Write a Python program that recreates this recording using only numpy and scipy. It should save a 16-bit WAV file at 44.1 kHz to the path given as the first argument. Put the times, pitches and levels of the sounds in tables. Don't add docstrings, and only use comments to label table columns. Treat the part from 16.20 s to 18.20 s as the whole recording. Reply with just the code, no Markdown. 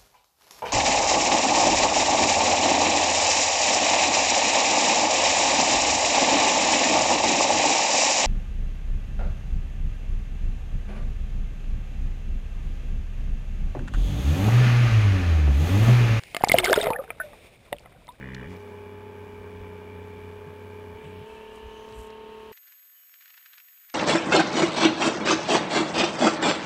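import sys
import numpy as np
from scipy import signal
from scipy.fft import rfft, irfft
from scipy.io import wavfile
from scipy.ndimage import map_coordinates

SR = 44100
rng = np.random.default_rng(int(sys.argv[2]) if len(sys.argv) > 2 else 0)


def pcm_store(signal):
    levels = np.round(np.clip(np.atleast_2d(signal), -1, 1) * 32767)
    wavfile.write(sys.argv[1], SR, levels.astype(np.int16).T)


N = 88200


def amp(db):
    return 10 ** (np.asarray(db) / 20)


def unit_rms(x):
    return x / np.sqrt(np.mean(x ** 2) + 1e-20)


def decay(t, t60_s):
    return amp(-60 * t / t60_s)


def gain_at(colour, hz):
    knots_hz, db = np.transpose(colour)
    return amp(np.interp(np.log(hz + 1), np.log(knots_hz + 1), db))


def curves(rows):
    times_s, *columns = np.transpose(rows)
    return [np.interp(np.arange(N) / SR, times_s, column) for column in columns]


def wobble(rate_hz):
    knots = rng.standard_normal(int(N * rate_hz / SR) + 4)
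    return map_coordinates(knots, [np.arange(N) * rate_hz / SR])


def noise(colour):
    white = rfft(rng.standard_normal(N))
    return unit_rms(irfft(white * gain_at(colour, np.fft.rfftfreq(N, 1 / SR)), N))


def add(track, start_s, sound):
    part = track[max(0, round(start_s * SR)):][:len(sound)]
    part += sound[:len(part)]


def bubble(hz, attack_s, t60_s, glide):
    t = np.arange(int((t60_s + 2 * attack_s) * SR) + 2) / SR
    envelope = (1 - np.exp(-(t / attack_s) ** 2)) * decay(t, t60_s)
    pitch_hz = hz * (1 + glide * np.minimum(t / t60_s, 1))
    return envelope / envelope.max() * np.sin(2 * np.pi * np.cumsum(pitch_hz) / SR)


# (time [s], pitch [Hz], level [dB], attack [s], t60 [s], glide [fraction of pitch])
BUBBLES = [(0.2092, 678, -23.5, 0.00068, 0.027, 0.34), (0.2376, 838, -1.5, 0.00073, 0.014, -0.21),
           (0.245, 2320, -22, 0.00059, 0.021, -0.18), (0.2457, 5040, -13.5, 0.00013, 0.0072, -0.17),
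           (0.273, 737, -16, 0.00019, 0.02, 0.33), (0.2962, 2170, -10.5, 0.0006, 0.02, -0.074),
           (0.316, 2213, -6, 0.0043, 0.01, -0.1), (0.3402, 670, -4, 0.0027, 0.026, 0.044),
           (0.345, 512, -16.5, 0.0011, 0.082, -0.05), (0.3802, 377, -23.5, 0.00047, 0.14, -0.074),
           (0.383, 2050, -13, 0.011, 0.014, 0.11), (0.3859, 2990, -5, 0.00041, 0.0046, -0.12),
           (0.3915, 3730, -25.5, 0.0083, 0.02, -0.1), (0.3956, 770, -20, 0.00084, 0.01, 0.24),
           (0.4331, 678, -18.5, 0.0047, 0.034, 0.23), (0.4414, 2150, -15, 0.005, 0.014, 0.02),
           (0.46, 1920, -14, 0.0017, 0.0049, 0.16), (0.47, 1485, -20.5, 0.0068, 0.017, 0.073),
           (0.4785, 392, -20, 0.002, 0.11, -0.00032), (0.497, 1410, -22, 0.0026, 0.021, 0.051),
           (0.4972, 518.7, -17, 0.0003, 0.1, 0.059), (0.509, 416, -11, 0.0016, 0.035, -0.37),
           (0.5178, 570, -10, 0.0045, 0.014, 0.17), (0.5304, 1544, -4.5, 0.0029, 0.0063, 0.06),
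           (0.5347, 868, -16, 0.00048, 0.03, 0.28), (0.5404, 3505, -15.5, 0.0011, 0.0086, 0.09),
           (0.559, 5290, -20.5, 0.0022, 0.018, -0.084), (0.56, 1426, -20, 0.00037, 0.056, -0.057),
           (0.5708, 591, -16.5, 0.0056, 0.051, 0.1), (0.5746, 426, -11.5, 0.0011, 0.07, -0.059),
           (0.6033, 510, -20, 0.00031, 0.035, 0.44), (0.6132, 3780, -19.5, 0.00033, 0.025, -0.1),
           (0.629, 650, -22, 0.00088, 0.098, 0.3), (0.6685, 670, -15, 0.00043, 0.032, -0.17),
           (0.669, 2360, -28, 0.00066, 0.016, 0.046), (0.6786, 530, -19.5, 0.008, 0.039, -0.11),
           (0.7026, 899, -16, 0.00088, 0.086, -0.0088), (0.7065, 505, -17, 0.00035, 0.036, -0.14),
           (0.7335, 2410, -21.5, 0.00028, 0.016, 0.04), (0.7592, 1610, -25, 0.0072, 0.014, 0.28),
           (0.7878, 497.6, -21, 0.0048, 0.057, 0.44), (0.793, 1280, -35, 0.006, 0.036, -0.12),
           (0.884, 447, -39.5, 0.0064, 0.11, 0.33), (0.9038, 2440, -28, 0.00046, 0.033, -0.09),
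           (1.0008, 1482, -19, 0.0007, 0.065, 0.0035), (1.0003, 629, -29.5, 0.00039, 0.066, 0.098),
           (0.9992, 1747, -29.5, 0.0005, 0.085, 0.056), (1.0355, 604, -37.5, 0.0035, 0.23, -0.092),
           (1.134, 876, -42, 0.001, 0.062, 0.05), (1.5216, 575, -27, 0.0039, 0.082, 0.041),
           (1.566, 3420, -42, 0.00072, 0.0066, -0.22), (1.5844, 2900, -39.5, 0.00034, 0.0099, -0.47),
           (1.659, 1080, -44.5, 0.0004, 0.021, -0.1), (1.8885, 964, -33, 0.00059, 0.077, 0.25),
           (1.889, 3660, -39, 0.00066, 0.024, -0.0027)]
FLUTTER_HZ, FLUTTER_DB, FLUTTER_PITCH_FRACTION = 141, 2.07, 0.018


def large_bubbles():
    out = np.zeros(N)
    for start_s, hz, db, attack_s, t60_s, glide in BUBBLES:
        ring = bubble(hz, attack_s, t60_s, glide)
        n = np.arange(len(ring))
        level_flutter, pitch_flutter = (map_coordinates(knots, [n * FLUTTER_HZ / SR], mode="mirror")
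                                        for knots in rng.standard_normal((2, 64)))
        wavering = np.interp(n + FLUTTER_PITCH_FRACTION * np.cumsum(pitch_flutter), n, ring)
        add(out, start_s, amp(db + FLUTTER_DB * level_flutter) * wavering)
    return out


def swarm(per_s, centre_hz, log_spread, cycles):
    out = np.zeros(N)
    for when, pitch_rank, strength, life in rng.random((int(per_s * N / SR), 4)):
        hz = centre_hz * np.exp(log_spread * 2 * np.arcsin(2 * pitch_rank - 1) / np.sqrt(2))
        db = -5 * np.log(max(strength, .04))
        ring = bubble(hz, attack_s=1 / hz, t60_s=cycles * (.5 + life) / hz, glide=0.18)
        add(out, when * N / SR, amp(db) * ring)
    return unit_rms(out)


# (time [s], gurgle level [dB], fizz level [dB])
CLOUD = [(.14, -77, -61), (.22, -49.5, -44), (.27, -42, -49), (.33, -40.5, -38), (.39, -36, -31.5),
         (.42, -34.5, -46), (.46, -35.5, -32), (.55, -28, -39), (.63, -38, -36.5), (.69, -27, -57),
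         (.73, -36.5, -60.5), (.78, -37.5, -74.5), (.83, -49, -73), (1.3, -71, -75), (1.65, -57, -74),
         (2, -65.5, -68)]
# (frequency [Hz], relative density [dB])
FROTH_COLOUR = [(500, -18), (1400, 1.5), (2300, 5.5), (5500, -15)]
# (frequency [Hz], relative density [dB])
WASH_COLOUR = [(100, -12), (400, 9), (1500, -11.5), (3000, -16.5), (5800, -6.5)]
FROTH_ROUGH_DB, WASH_ROUGH_DB = 6, 5.4


def bubble_cloud():
    gurgle_db, fizz_db = curves(CLOUD)
    gurgle = amp(gurgle_db) * swarm(per_s=480, centre_hz=837.5, log_spread=0.374, cycles=21.8)
    froth_db = np.minimum(gurgle_db - 12.5, fizz_db + 6.5)
    froth = amp(froth_db + FROTH_ROUGH_DB * wobble(300)) * noise(FROTH_COLOUR)
    fizz = amp(fizz_db) * swarm(per_s=800, centre_hz=2740, log_spread=0.383, cycles=20)
    wash = amp(fizz_db - 3.5 + WASH_ROUGH_DB * wobble(91.96)) * noise(WASH_COLOUR)
    return gurgle + froth + fizz + wash


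# (time [s], pitch [Hz], level [dB])
POCKET = [(.36, 353, -64), (.385, 370.8, -35), (.44, 361.3, -30.5), (.52, 389.3, -43), (.58, 420.1, -40.5),
          (.66, 423.6, -28), (.7, 475, -33.5), (.77, 487.6, -40), (.83, 526, -50)]
POCKET_FLUTTER_DB, POCKET_WANDER_FRACTION = 3.5, 0.022


def air_pocket():
    hz, db = curves(POCKET)
    t = np.arange(N) / SR
    alive = (t > POCKET[0][0]) & (t < POCKET[-1][0])
    phase = 2 * np.pi * np.cumsum(hz * (1 + POCKET_WANDER_FRACTION * wobble(70.9))) / SR
    return alive * amp(db + POCKET_FLUTTER_DB * wobble(59.94)) * np.sin(phase)


# (time [s], relative ring level [dB], relative crack level [dB], cutoff [Hz])
SLAPS = [(.036, -45, -33, 6200), (0.147, -23.5, -21, 4530), (0.1665, -19, -20, 5050),
         (0.2395, -15, -18, 2700), (0.298, -18, -28.5, 4000), (0.3178, -30, -12.5, 5950),
         (0.3857, -23, -14.5, 5730), (0.4014, -24, -19.5, 5000), (0.4431, -29.5, -17.5, 5970),
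         (0.4556, -18.5, -16.5, 4970), (.64, -26.5, -26.5, 4900), (0.5292, -11, -10, 5500),
         (0.561, -21.5, -22, 6000), (0.6427, -27, -23, 5260), (.659, -19.5, -26.5, 4000),
         (0.672, -22.5, -25, 3550), (0.704, -22, -26, 6100), (.7598, -31, -32, 2260),
         (0.7901, -30, -20, 1410), (0.839, -33, -34.5, 2580), (.904, -26, -22, 2720),
         (1.0008, -31.5, -25.5, 1470), (1.1322, -36, -36, 1880), (1.6589, -38, -39, 3520),
         (1.724, -51.5, -40, 3000), (1.88, -39, -40.5, 3060)]
# (frequency [Hz], level [dB], t60 [s])
HOUSING_MODES = [(420, -23.5, 0.0097), (709, -6, 0.041), (904, -8.5, 0.021), (1262, -7.5, 0.031),
                 (1857, -11, 0.025), (2082, -5.5, 0.027), (2440, -27.5, 0.029), (2887, -32, 0.023),
                 (3600, -15.5, 0.018)]
SLAP_LOW_HZ = 260


def slaps():
    out, t = np.zeros(N), np.arange(SR // 10) / SR
    for start_s, ring_db, crack_db, cutoff_hz in SLAPS:
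        ring = np.zeros(len(t))
        for hz, db, t60_s in HOUSING_MODES:
            gain = amp(db + rng.normal(0, 2))
            detuned_hz = hz * (1 + rng.normal(0, 0.033))
            ring += gain * decay(t, t60_s) * np.sin(2 * np.pi * detuned_hz * t)
        crack = 2 * rng.standard_normal(len(t)) * decay(t, t60_s=0.008)
        softness = signal.butter(8, cutoff_hz, fs=SR, output="sos")
        add(out, start_s, signal.sosfilt(softness, amp(ring_db) * ring + amp(crack_db) * crack))
    return signal.sosfilt(signal.butter(2, SLAP_LOW_HZ, "highpass", fs=SR, output="sos"), out)


# (time [s], relative level [dB])
PUSHES = [(.167, -30.5), (0.211, -29.5), (.238, -7), (.273, -20), (0.2964, -11.5), (0.3188, -10.5),
          (0.344, -5.5), (0.365, -18), (0.379, -20), (0.532, -15), (0.5622, -14.5), (0.575, -23.5),
          (0.626, -20.5), (0.671, -14), (0.704, -16.5), (1.528, -19.5), (1.546, -31)]
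PUSH_TAU_S, PUSH_SWING_RATIO = 0.00043, 0.81


def pushes():
    out = np.zeros(N)
    age = np.arange(SR // 20) / SR / PUSH_TAU_S
    pulse = age * np.exp(1 - age)
    swing = PUSH_SWING_RATIO * age / 4 * np.exp(1 - age / 2)
    for start_s, db in PUSHES:
        add(out, start_s, amp(db) * (swing - pulse))
    return out


# (time [s], level [dB])
SPRAY = [(0.2858, -16), (0.2897, -15.5), (0.3183, -13), (0.333, -25), (.336, -21), (.386, -23.5),
         (0.399, -22.5), (.447, -14.5), (0.4529, -15), (.508, -22), (0.556, -29), (0.6294, -24),
         (1.585, -47), (1.595, -47.5), (1.87, -45.5), (1.922, -47)]
SPRAY_BAND_HZ = 3500, 5900


def spray():
    out, t = np.zeros(N), np.arange(SR // 20) / SR
    band = signal.butter(2, SPRAY_BAND_HZ, "bandpass", fs=SR, output="sos")
    for start_s, db in SPRAY:
        hiss = unit_rms(signal.sosfilt(band, rng.standard_normal(len(t))))
        add(out, start_s, amp(db) * hiss * decay(t, t60_s=0.011))
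    return out


# (frequency [Hz], level [dB], t60 [s])
KNOCK_MODES = [(386, -31, 0.0089), (716, -19, 0.026), (863, -26.5, 0.031), (1950, -18.5, 0.013),
               (2821, -23.5, 0.014), (3580, -27, 0.017)]
KNOCK_AT_S, KNOCK_RISE_S = 1.5277, 0.0002


def knock():
    out, t = np.zeros(N), np.arange(SR // 10) / SR
    ring = sum(amp(db) * decay(t, t60_s) * np.sin(2 * np.pi * hz * t) for hz, db, t60_s in KNOCK_MODES)
    add(out, KNOCK_AT_S, ring * (1 - np.exp(-(t / KNOCK_RISE_S) ** 2)))
    return out


# (time [s], level [dB])
FLOW_LEVEL = [(0, -57.5), (.17, -53), (.29, -42), (.36, -33), (.43, -40.5), (.55, -46), (.7, -40.5),
              (.78, -53), (1.45, -54), (1.68, -50), (2, -53.5)]
# (frequency [Hz], relative density [dB])
FLOW_COLOUR = [(20, 1), (45, 3), (90, -2), (160, -4.5), (300, -14), (600, -36), (1500, -36.5)]
# (time [s], level [dB])
HISS_LEVEL = [(0, -67), (.3, -82), (.9, -55), (1.22, -51), (1.45, -56.5), (1.7, -61), (2, -60)]
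# (frequency [Hz], relative density [dB])
HISS_COLOUR = [(100, -25), (300, -4.5), (520, 0.5), (660, -0.5), (850, -9.5), (1600, -16), (2400, -4),
               (3100, -16.5), (3600, -9.5), (4300, -19.5), (5800, -16)]
# (frequency [Hz], relative density [dB])
WAVES_COLOUR = [(100, -34), (300, -1.5), (850, -3.5), (1400, -22), (2200, 4.5), (3500, -9.5), (5800, -7.5)]
WAVES_DB, DIP_AT_S, DIP_FADE_S = -48.5, 0.178, 0.038


def sea():
    (flow_db,), (hiss_db,) = curves(FLOW_LEVEL), curves(HISS_LEVEL)
    flow = amp(flow_db + 1.5 * wobble(25.16)) * noise(FLOW_COLOUR)
    hiss = amp(hiss_db + 2.6 * wobble(29.91)) * noise(HISS_COLOUR)
    above_surface = np.clip((DIP_AT_S - np.arange(N) / SR) / DIP_FADE_S + 1, 0, 1)
    waves = above_surface * amp(WAVES_DB) * noise(WAVES_COLOUR)
    return flow + hiss + waves


def scene():
    bubbles = large_bubbles() + bubble_cloud() + air_pocket()
    contacts = slaps() + pushes() + spray() + knock()
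    return (bubbles + contacts + sea())[None]


# (frequency [Hz], gain [dB])
INPUT_FILTER = [(15, -21.5), (30, -5.5), (55, -2), (3000, 0.5), (4500, -2), (5400, -4.5), (6000, -12)]
CEILING, HOLD_HZ, LOWPASS_HZ, STOP_HZ = 0.86, 12000, 15100, 16400


def record(dry):
    saturated = dry / (1 + (dry / CEILING) ** 4) ** (1 / 4)
    size = SR * (N // SR + 1)
    hz = np.fft.rfftfreq(size, 1 / SR)
    offset_hz = hz - HOLD_HZ * np.round(hz / HOLD_HZ)
    source_hz = np.abs(offset_hz)
    source = rfft(saturated, size)[:, np.round(source_hz * size / SR).astype(int)]
    mirrored = np.where(offset_hz < 0, -np.conj(source), source)
    hold_droop = source_hz / np.maximum(hz, 1)
    held = mirrored * gain_at(INPUT_FILTER, source_hz) * hold_droop
    lowpass = (hz < STOP_HZ) / np.sqrt(1 + (hz / LOWPASS_HZ) ** 90)
    return irfft(held * lowpass, size)[:, :N]


dry = scene()
out = record(dry)
pcm_store(out)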